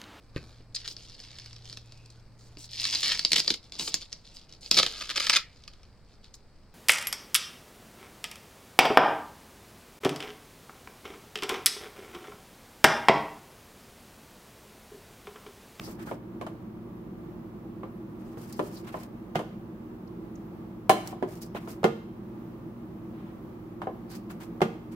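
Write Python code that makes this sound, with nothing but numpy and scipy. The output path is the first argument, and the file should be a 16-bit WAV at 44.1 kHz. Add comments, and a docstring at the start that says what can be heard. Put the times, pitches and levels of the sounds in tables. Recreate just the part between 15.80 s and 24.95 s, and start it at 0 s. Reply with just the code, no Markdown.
"""Foil crinkles and metal clinks close by: a spoon is basting a roast in a lined pan in a small kitchen.
Each impact excites the damped modes of the pan wall; three times the pan rocks and knocks on its base.
The wet spoon rubs and squeaks on the foil by stick-slip friction, creases snap, and juice drips twice.
Behind it an oven fan gives a rush of air and a motor hum, with a very faint pulsing whine."""
import sys
import numpy as np
from scipy import signal
from scipy.fft import rfft, irfft, next_fast_len
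from scipy.io import wavfile
from scipy.ndimage import uniform_filter1d, map_coordinates

SR = 44100
rng = np.random.default_rng(int(sys.argv[2]) if len(sys.argv) > 2 else 0)


def log_audio(samples):
    """Write samples as a 16-bit WAV file to the path given in sys.argv[1]."""
    # one column per channel
    frames = np.atleast_2d(samples).T
    # limit to full scale, then quantise
    limited = np.clip(frames, -1, 1)
    pcm = np.round(limited * 32767).astype(np.int16)
    wavfile.write(sys.argv[1], SR, pcm)


N = 403515

# spoon impacts: (time [s], level [dB], bass gain from the weight behind it [dB], contact cut-off [Hz],
# mode of the struck spot [Hz], level of that mode [dB])
SPOON_IMPACTS = [(0.075, -47, 6.5, 8000, 1073, 5), (0.271, -43.5, -7, 2480, 725, 7),
                 (0.312, -34, 0.5, 2400, 790, 7), (0.612, -35.5, -6.5, 5450, 690, 9),
                 (0.665, -36.5, -7, 5350, 693, 14), (2.032, -38.5, -3.5, 2220, 1170, 5),
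                 (2.572, -47, 6, 4500, 710, 5), (2.792, -27.5, 2.5, 4000, 990, 4),
                 (3.141, -31, -8, 1900, 710, -2), (3.5909, -33, -5, 5800, 700, 5),
                 (5.094, -11.5, -7.5, 8400, 773, 14.5), (5.326, -35, -9, 1000, 750, 16),
                 (5.425, -31, 6.5, 3300, 993, 9), (5.748, -35.5, -1.5, 2800, 700, -2),
                 (5.874, -42, 1.5, 5000, 780, -2), (8.017, -32.5, -13, 3300, 770, -3),
                 (8.07, -27.5, -6, 1150, 765, 14)]
# clear modes of the pan wall: (frequency [Hz], level [dB], T60 [s])
WALL_MODES = [(317, -5.5, 0.36), (369.5, -1.5, 0.19), (432, -10.5, 0.114), (598, -4, 0.35), (652, 6, 0.061),
              (680, -7, 0.049), (770, -22, 0.074), (1010, -7, 0.14), (1030, 4.5, 0.13), (1120, -19, 0.07),
              (1450, -23, 0.13), (1760, -5, 0.093), (2184, -4, 0.064), (2400, -23, 0.11), (2681, -35, 0.27),
              (3090, -14.5, 0.19), (4050, -11.5, 0.12)]
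# envelope of the wall's dense modes: (frequency [Hz], spectral level [dB])
WALL_SPECTRUM = [(60, -45), (150, -20.5), (240, -16.5), (350, 1.5), (700, 2), (1100, -2.5), (1400, -10.5),
                 (2200, -19.5), (3100, -16), (3700, -19.5), (5200, -21.5), (7300, -19.5), (10500, -20),
                 (15500, -27)]
# register balance of a hard clink: (thud [dB], body [dB], ring [dB], clack [dB], tick [dB])
CLINK_BALANCE = [-9, -1, 0, -9.5, -15]
def clinks():
    """Impact excitation: the softer the spoon's contact, the less treble it drives in the pan wall."""
    track = np.zeros((2, N))
    register_hz = np.sqrt(np.prod(REGISTERS, axis=1))
    for s, db, weight_db, contact_hz, spot_hz, spot_db in SPOON_IMPACTS:
        # after a light touch the spoon stays on the metal and shortens the ring
        t60_scale = np.interp(db, [-30, -14], [.52, .92])
        modes = np.array(list(WALL_MODES) + [(spot_hz, spot_db, .1)]) * [1, 1, t60_scale]
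        bass_db = weight_db * (register_hz < 500)
        cushion_db = 10 * np.log10(1 + (register_hz / contact_hz) ** 4)
        levels = db + np.array(CLINK_BALANCE) + bass_db - cushion_db
        clink = impact(modes, WALL_SPECTRUM, levels, sheet_db=20, crack_db=2, crack_t60=0.024)
        add(track, s + .0005, in_kitchen(clink, wet_db=-11))
    return track


# the pan drops back: (time [s], level [dB], hollow body gain [dB], lead of the first edge [s])
PAN_LANDINGS = [(3.5549, -23, -8.5, .0045), (6.0416, -18, 3, 0.01), (8.8167, -19, 2, .0103)]
# clear modes of the loaded pan on its base: (frequency [Hz], level [dB], T60 [s])
BASE_MODES = [(161, 0, 0.18), (218.6, -7, 0.4), (367, 0.5, 0.09), (406, -6.5, 0.073), (461, -12.5, 0.38),
              (586, -9, 0.084), (712, -2, 0.044), (803, -6, 0.074), (1030, -13, 0.13), (1217, -14, 0.2),
              (1430, -12, 0.15), (1910, -22, 0.11), (2093, -4.5, 0.08), (2530, -29, .13), (3180, -25, 0.25)]
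# envelope of the base's dense modes: (frequency [Hz], spectral level [dB])
BASE_SPECTRUM = [(50, -52), (90, -22), (155, 3.5), (260, -14.5), (360, -8), (780, -5.5), (1050, -11.5),
                 (1400, -12), (2100, -15.5), (3200, -15.5), (3900, -22.5), (6200, -26.5), (9500, -33.5),
                 (15500, -36)]
# register balance of a knock: (thud [dB], body [dB], ring [dB], clack [dB], tick [dB])
KNOCK_BALANCE = [-6.5, -0.5, -1, -10, -21]
def knocks():
    """Double impact of a rocking body: one edge touches, then the pan lands and its low modes ring."""
    track = np.zeros((2, N))
    pinned = fade(np.arange(SR // 2) / SR, t60=0.063)  # the pan's weight damps the first edge
    for s, db, body_db, lead_s in PAN_LANDINGS:
        levels = db + np.array(KNOCK_BALANCE) + [0, body_db, 0, 0, 0]
        edge_levels = levels - [39, 14, 11, 14, 17]
        edge = impact(WALL_MODES, WALL_SPECTRUM, edge_levels, sheet_db=35, crack_db=-2, crack_t60=0.01)
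        landing = impact(BASE_MODES, BASE_SPECTRUM, levels, sheet_db=17.5, crack_db=3.5, crack_t60=0.035)
        add(track, s - lead_s, edge * pinned)
        add(track, s, in_kitchen(landing, wet_db=-12.5))
    return track * amp([[-.6], [.6]])  # a little to the right


# decay of the sheet metal's dense modes: (frequency [Hz], T60 [s])
SHEET_DECAY = [(200, 0.26), (800, 0.096), (3000, 0.13), (12000, 0.13)]
# stereo width of sound from the pan: (frequency [Hz], side minus mid [dB])
PAN_WIDTH = [(150, -35), (400, -7.5), (750, -9.5), (1200, 1), (4000, -0.5), (12000, 0)]
# thud, body, ring, clack and tick registers: (lower edge [Hz], upper edge [Hz])
REGISTERS = [(100, 250), (250, 500), (500, 1300), (1300, 4000), (4000, 16000)]
def impact(modes, spectrum, register_dbs, sheet_db, crack_db, crack_t60):
    """Modal superposition: clear modes, dense modes and a contact crack, balanced in five registers."""
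    t = np.arange(SR // 2) / SR
    hz, db, t60 = np.transpose(modes)[:, :, None]
    decays = amp(db) * fade(t, t60)
    # neighbouring modes push the air in opposite directions; sideways they radiate at any phase
    polarity = (-1) ** np.arange(len(hz))[:, None]
    ahead = np.sum(polarity * decays * np.sin(2 * np.pi * hz * t), axis=0)
    sideways = np.sum(decays * np.sin(2 * np.pi * (hz * t + rng.random(hz.shape))), axis=0)
    ring = np.array([ahead, sideways]) * (1 - np.exp(-t / 0.0011))
    crack = amp(crack_db) * fade(t, crack_t60) * rng.standard_normal((2, len(t)))
    sheet = amp(sheet_db) * coloured(decaying_noise(SHEET_DECAY) + crack, spectrum)
    sound = spread(ring + sheet, PAN_WIDTH)
    gains = []
    for (lo, hi), level in zip(REGISTERS, register_dbs):
        band = filtered(sound, lambda f: (f > lo) & (f < hi))
        peak_power = uniform_filter1d(np.mean(band ** 2, 0), SR // 100, mode='constant').max()
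        gains.append((np.sqrt(lo * hi), level - 10 * np.log10(peak_power)))
    return coloured(sound, gains)


# pushes of the spoon, and at 7.333 s a soft swish of pouring juice: (start [s], duration [s], relative rub
# level [dB], relative crinkle level [dB])
SPOON_STROKES = [(0, .12, -58, -52.5), (0.185, 0.048, -55, -58), (0.253, 0.09, -59, -57.5),
                 (2.38, .19, -70, -69.5), (2.57, 0.26, -65, -59), (2.833, 0.17, -64, -58),
                 (3.035, .02, -56, -67), (3.065, 0.029, -50.5, -54), (3.119, 0.13, -59, -60),
                 (5.243, 0.075, -57, -56.5), (5.47, 0.12, -64.5, -58.5), (5.609, 0.027, -61, -48.5),
                 (5.744, 0.027, -44, -52), (5.8, 0.12, -65, -66), (5.875, 0.057, -59.5, -53),
                 (7.333, .18, -67.5, -88), (8.292, 0.078, -58, -54), (8.493, .024, -52.5, -53),
                 (8.597, 0.043, -55, -54), (9.111, 0.022, -59.5, -58)]
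# snapping creases: (time [s], relative peak level [dB])
CREASE_SNAPS = [(0.047, -40), (2.615, -42), (2.7257, -31), (2.8549, -43), (2.9721, -36), (3.2334, -39),
                (5.2739, -26), (5.4874, -42), (5.5543, -39), (8.352, -38)]
# the spoon rubbing: (frequency [Hz], spectral level [dB])
RUB_SPECTRUM = [(300, -36), (700, 6), (1600, -0.5), (2600, -4), (4000, -11), (8000, -45)]
# the foil crinkling: (frequency [Hz], spectral level [dB])
FOIL_SPECTRUM = [(1500, -28), (2800, -7), (3700, -8.5), (4400, -1), (5200, 0), (6200, -2.5), (8000, -2),
                 (10000, -5), (12600, -2.5), (15500, -5)]
def scrapes():
    """Sliding friction and buckling: the spoon rubs the lining, which crinkles and snaps at creases."""
    t = np.arange(SR // 2) / SR
    rub, crinkle, snaps = np.zeros((3, 1, N))
    for s, length, rub_db, crinkle_db in SPOON_STROKES:
        pressure = push(t, length)
        add(rub, s, amp(rub_db + 4.5) * pressure)
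        add(crinkle, s, amp(crinkle_db + 1.5) * pressure)
    for s, db in CREASE_SNAPS:
        add(snaps, s, amp(db - 9) * fade(t, t60=0.053))
    rubbing = rub * friction(RUB_SPECTRUM, grain_db=0.5)
    crinkling = np.hypot(crinkle, snaps) * friction(FOIL_SPECTRUM, grain_db=2.5)
    return rubbing + crinkling


def push(t, length, attack_s=.013, ease_db=2.5, settle_t60=0.13):
    """Pressure envelope: a quick bite, a hold that is lighter at both ends, then the foil settles."""
    bite = np.clip(t / attack_s, 0, 1)
    arch_db = -ease_db * (2 * np.clip(t / length, 0, 1) - 1) ** 2
    return bite * amp(arch_db) * fade(np.maximum(t - length, 0), settle_t60)


def friction(spectrum, grain_db):
    """Friction noise: countless tiny slips of uneven size, coloured by the surface; rms 1."""
    slips = rng.standard_normal((2, N)) * amp(grain_db * wobble(900) + 1.86 * wobble(70))
    surface = filtered(slips, lambda hz: amp(along(spectrum, hz)))
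    return unit(spread(surface, PAN_WIDTH))


# short wet squeaks of the spoon on the foil, and two tiny ticks of dripping juice (4.279 s, 4.559 s):
# (centre time [s], duration [s], frequency [Hz], level [dB])
SQUEAKS_AND_DRIPS = [(0.054, 0.035, 4950, -50), (0.213, 0.04, 1570, -54), (0.29, 0.021, 1480, -44),
                     (2.745, .025, 4970, -57), (2.945, .05, 5300, -65), (2.973, 0.021, 4550, -51.5),
                     (4.279, 0.0056, 4900, -60), (4.559, 0.0074, 6370, -59), (5.631, 0.019, 5200, -51.5),
                     (8.331, 0.045, 4700, -56)]
def squeaks_and_drips():
    """Resonant noise bursts: the wet spoon's stick-slip squeaks and, far shorter, ticks of juice."""
    track = np.zeros((2, N))
    t = np.arange(SR // 2) / SR
    for s, length, hz, db in SQUEAKS_AND_DRIPS:
        start = max(s - 2 * length, 0)
        resonance = lambda f: 1 / (1 + ((f - hz) / (0.15 * hz)) ** 2)
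        band = filtered(rng.standard_normal((2, len(t))), resonance)
        noise = unit(spread(band, PAN_WIDTH))
        swell = np.exp(-2 * ((start + t - s) / length) ** 2)
        add(track, start, in_kitchen(amp(db) * noise * swell, wet_db=-12.5))
    return track


# reverberation time of the kitchen: (frequency [Hz], T60 [s])
KITCHEN_DECAY = [(150, 0.3), (1000, 0.43), (4000, 0.6), (14000, 0.4)]
def in_kitchen(sound, wet_db):
    """Reverberation: diffuse reflections from the walls follow the direct sound."""
    tail = decaying_noise(KITCHEN_DECAY)
    tail[:, :int(.006 * SR)] = 0  # travel time of the first reflection
    response = spread(tail / np.linalg.norm(tail[0]), PAN_WIDTH)
    reflections = signal.fftconvolve(sound.mean(0)[None], response, axes=1)
    return np.pad(sound, ((0, 0), (0, SR // 2 - 1))) + amp(wet_db) * reflections


# air through the fan: (frequency [Hz], spectral level [dB])
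AIR_SPECTRUM = [(20, -27), (70, -15.5), (130, -12.5), (175, -1), (225, -1.5), (265, -15), (325, 1.5),
                (420, -15.5), (700, -22), (1180, -25), (1450, -33), (4000, -48.5), (9000, -57),
                (14500, -48.5)]
# stereo width of the air noise: (frequency [Hz], side minus mid [dB])
AIR_WIDTH = [(60, -21), (110, -9.5), (200, -16), (380, -12.5), (700, -2), (1290, -1.5), (2380, 1.5),
             (4400, 0.5), (8120, 0.5), (15000, 0)]
# stereo balance of the air noise: (frequency [Hz], left minus right [dB])
AIR_BALANCE = [(60, -7.5), (110, -3), (200, 0), (380, -2.5), (700, 0.5), (1290, -2), (2380, 0.5),
               (4400, -1), (8120, 1), (15000, 1.0)]
# motor and mains tones: (frequency [Hz], rms level [dB])
HUM_TONES = [(48.5, -65.5), (58.6, -61.5), (102, -58.5), (119.9, -53), (235, -51)]
def oven_fan():
    """Broadband flow noise plus a line spectrum: rushing air and a slightly unsteady motor hum."""
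    air = filtered(rng.standard_normal((2, N)), lambda hz: amp(along(AIR_SPECTRUM, hz)))
    air = spread(air, AIR_WIDTH)
    air = filtered(air, lambda hz: amp(along(AIR_BALANCE, hz) * np.array([[.5], [-.5]])))
    t = np.arange(N) / SR
    hum = 0
    for hz, db in HUM_TONES:
        phase = 2 * np.pi * hz * t + .5 * wobble(3)
        hum = hum + amp(db + 0.76 * wobble(2.97)) * np.sqrt(2) * np.sin(phase)
    return amp(-42 + 0.64 * wobble(5.4)) * unit(air) + hum


def whine():
    """Amplitude gating: a very faint, thin tone comes and goes twice a second as it creeps upwards."""
    t = np.arange(N) / SR
    hz = np.interp(t, [0, t[-1]], [11300, 12350])
    pulses = (t - .11) % .5 < .08
    gate = uniform_filter1d(pulses.astype(float), SR // 100)
    level_db = -79 + 1.7 * wobble(1.65)
    phase = 2 * np.pi * np.cumsum(hz) / SR + .7 * wobble(250)
    return amp(level_db) * gate * np.sin(phase)


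def amp(db):
    """Decibels to amplitude ratio."""
    return 10 ** (np.asarray(db) / 20)


def unit(x):
    """Normalisation to rms 1."""
    return x / np.sqrt(np.mean(x ** 2) + 1e-20)


def fade(t, t60):
    """Exponential decay by 60 dB in t60 seconds."""
    return amp(-60 * t / t60)


def along(points, hz):
    """Interpolation of (frequency [Hz], value) points on a logarithmic frequency axis."""
    f, v = np.transpose(points)
    return np.interp(np.log(hz + 1), np.log(f + 1), v)


def wobble(rate):
    """Random modulation: a smooth curve with rate knots a second."""
    knots = rng.standard_normal(int(N * rate / SR) + 4)
    return map_coordinates(knots, [np.arange(N) * rate / SR])


def filtered(x, response):
    """Zero-phase filtering: the spectrum of x times a function of frequency."""
    n = x.shape[-1]
    m = next_fast_len(n + 8192)
    return irfft(rfft(x, m) * response(np.fft.rfftfreq(m, 1 / SR)), m)[..., :n]


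def coloured(x, points):
    """Minimum-phase filtering by (frequency [Hz], gain [dB]) points: nothing precedes the impact."""
    n = x.shape[-1]
    m = next_fast_len(n + 8192)
    gain = amp(along(points, np.fft.rfftfreq(m, 1 / SR)))
    cepstrum = irfft(np.log(gain), m)
    cepstrum[1:m // 2] *= 2  # folding onto positive time makes the filter causal
    cepstrum[m // 2 + 1:] = 0
    return irfft(rfft(x, m) * np.exp(rfft(cepstrum)), m)[..., :n]


def decaying_noise(t60s):
    """Frequency-dependent damping: two half-second noises, each frequency dying at its own rate."""
    hz, t, spectra = signal.stft(rng.standard_normal((2, SR // 2)), SR, nperseg=256)
    damped = spectra * fade(t, along(t60s, hz)[:, None])
    return signal.istft(damped, SR, nperseg=256)[1][:, :SR // 2]


def spread(pair, width):
    """Mid-side stereo: the sum and difference of two unrelated signals give left and right."""
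    side = filtered(pair[1], lambda hz: amp(along(width, hz)))
    return np.array([pair[0] + side, pair[0] - side])


def add(track, s, sound):
    """Superposition of a sound onto the track at s seconds."""
    i = max(round(s * SR), 0)
    track[:, i:i + sound.shape[-1]] += sound[..., :max(N - i, 0)]


def scene():
    """Linear superposition: spoon and pan in front of the oven."""
    return clinks() + knocks() + scrapes() + squeaks_and_drips() + oven_fan() + whine()


BAND_LIMIT_HZ = 15800
def record(dry):
    """Band limiting: an ideal low-pass filter removes the highest treble."""
    return filtered(dry, lambda hz: hz < BAND_LIMIT_HZ)


dry = scene()
out = record(dry)
log_audio(out)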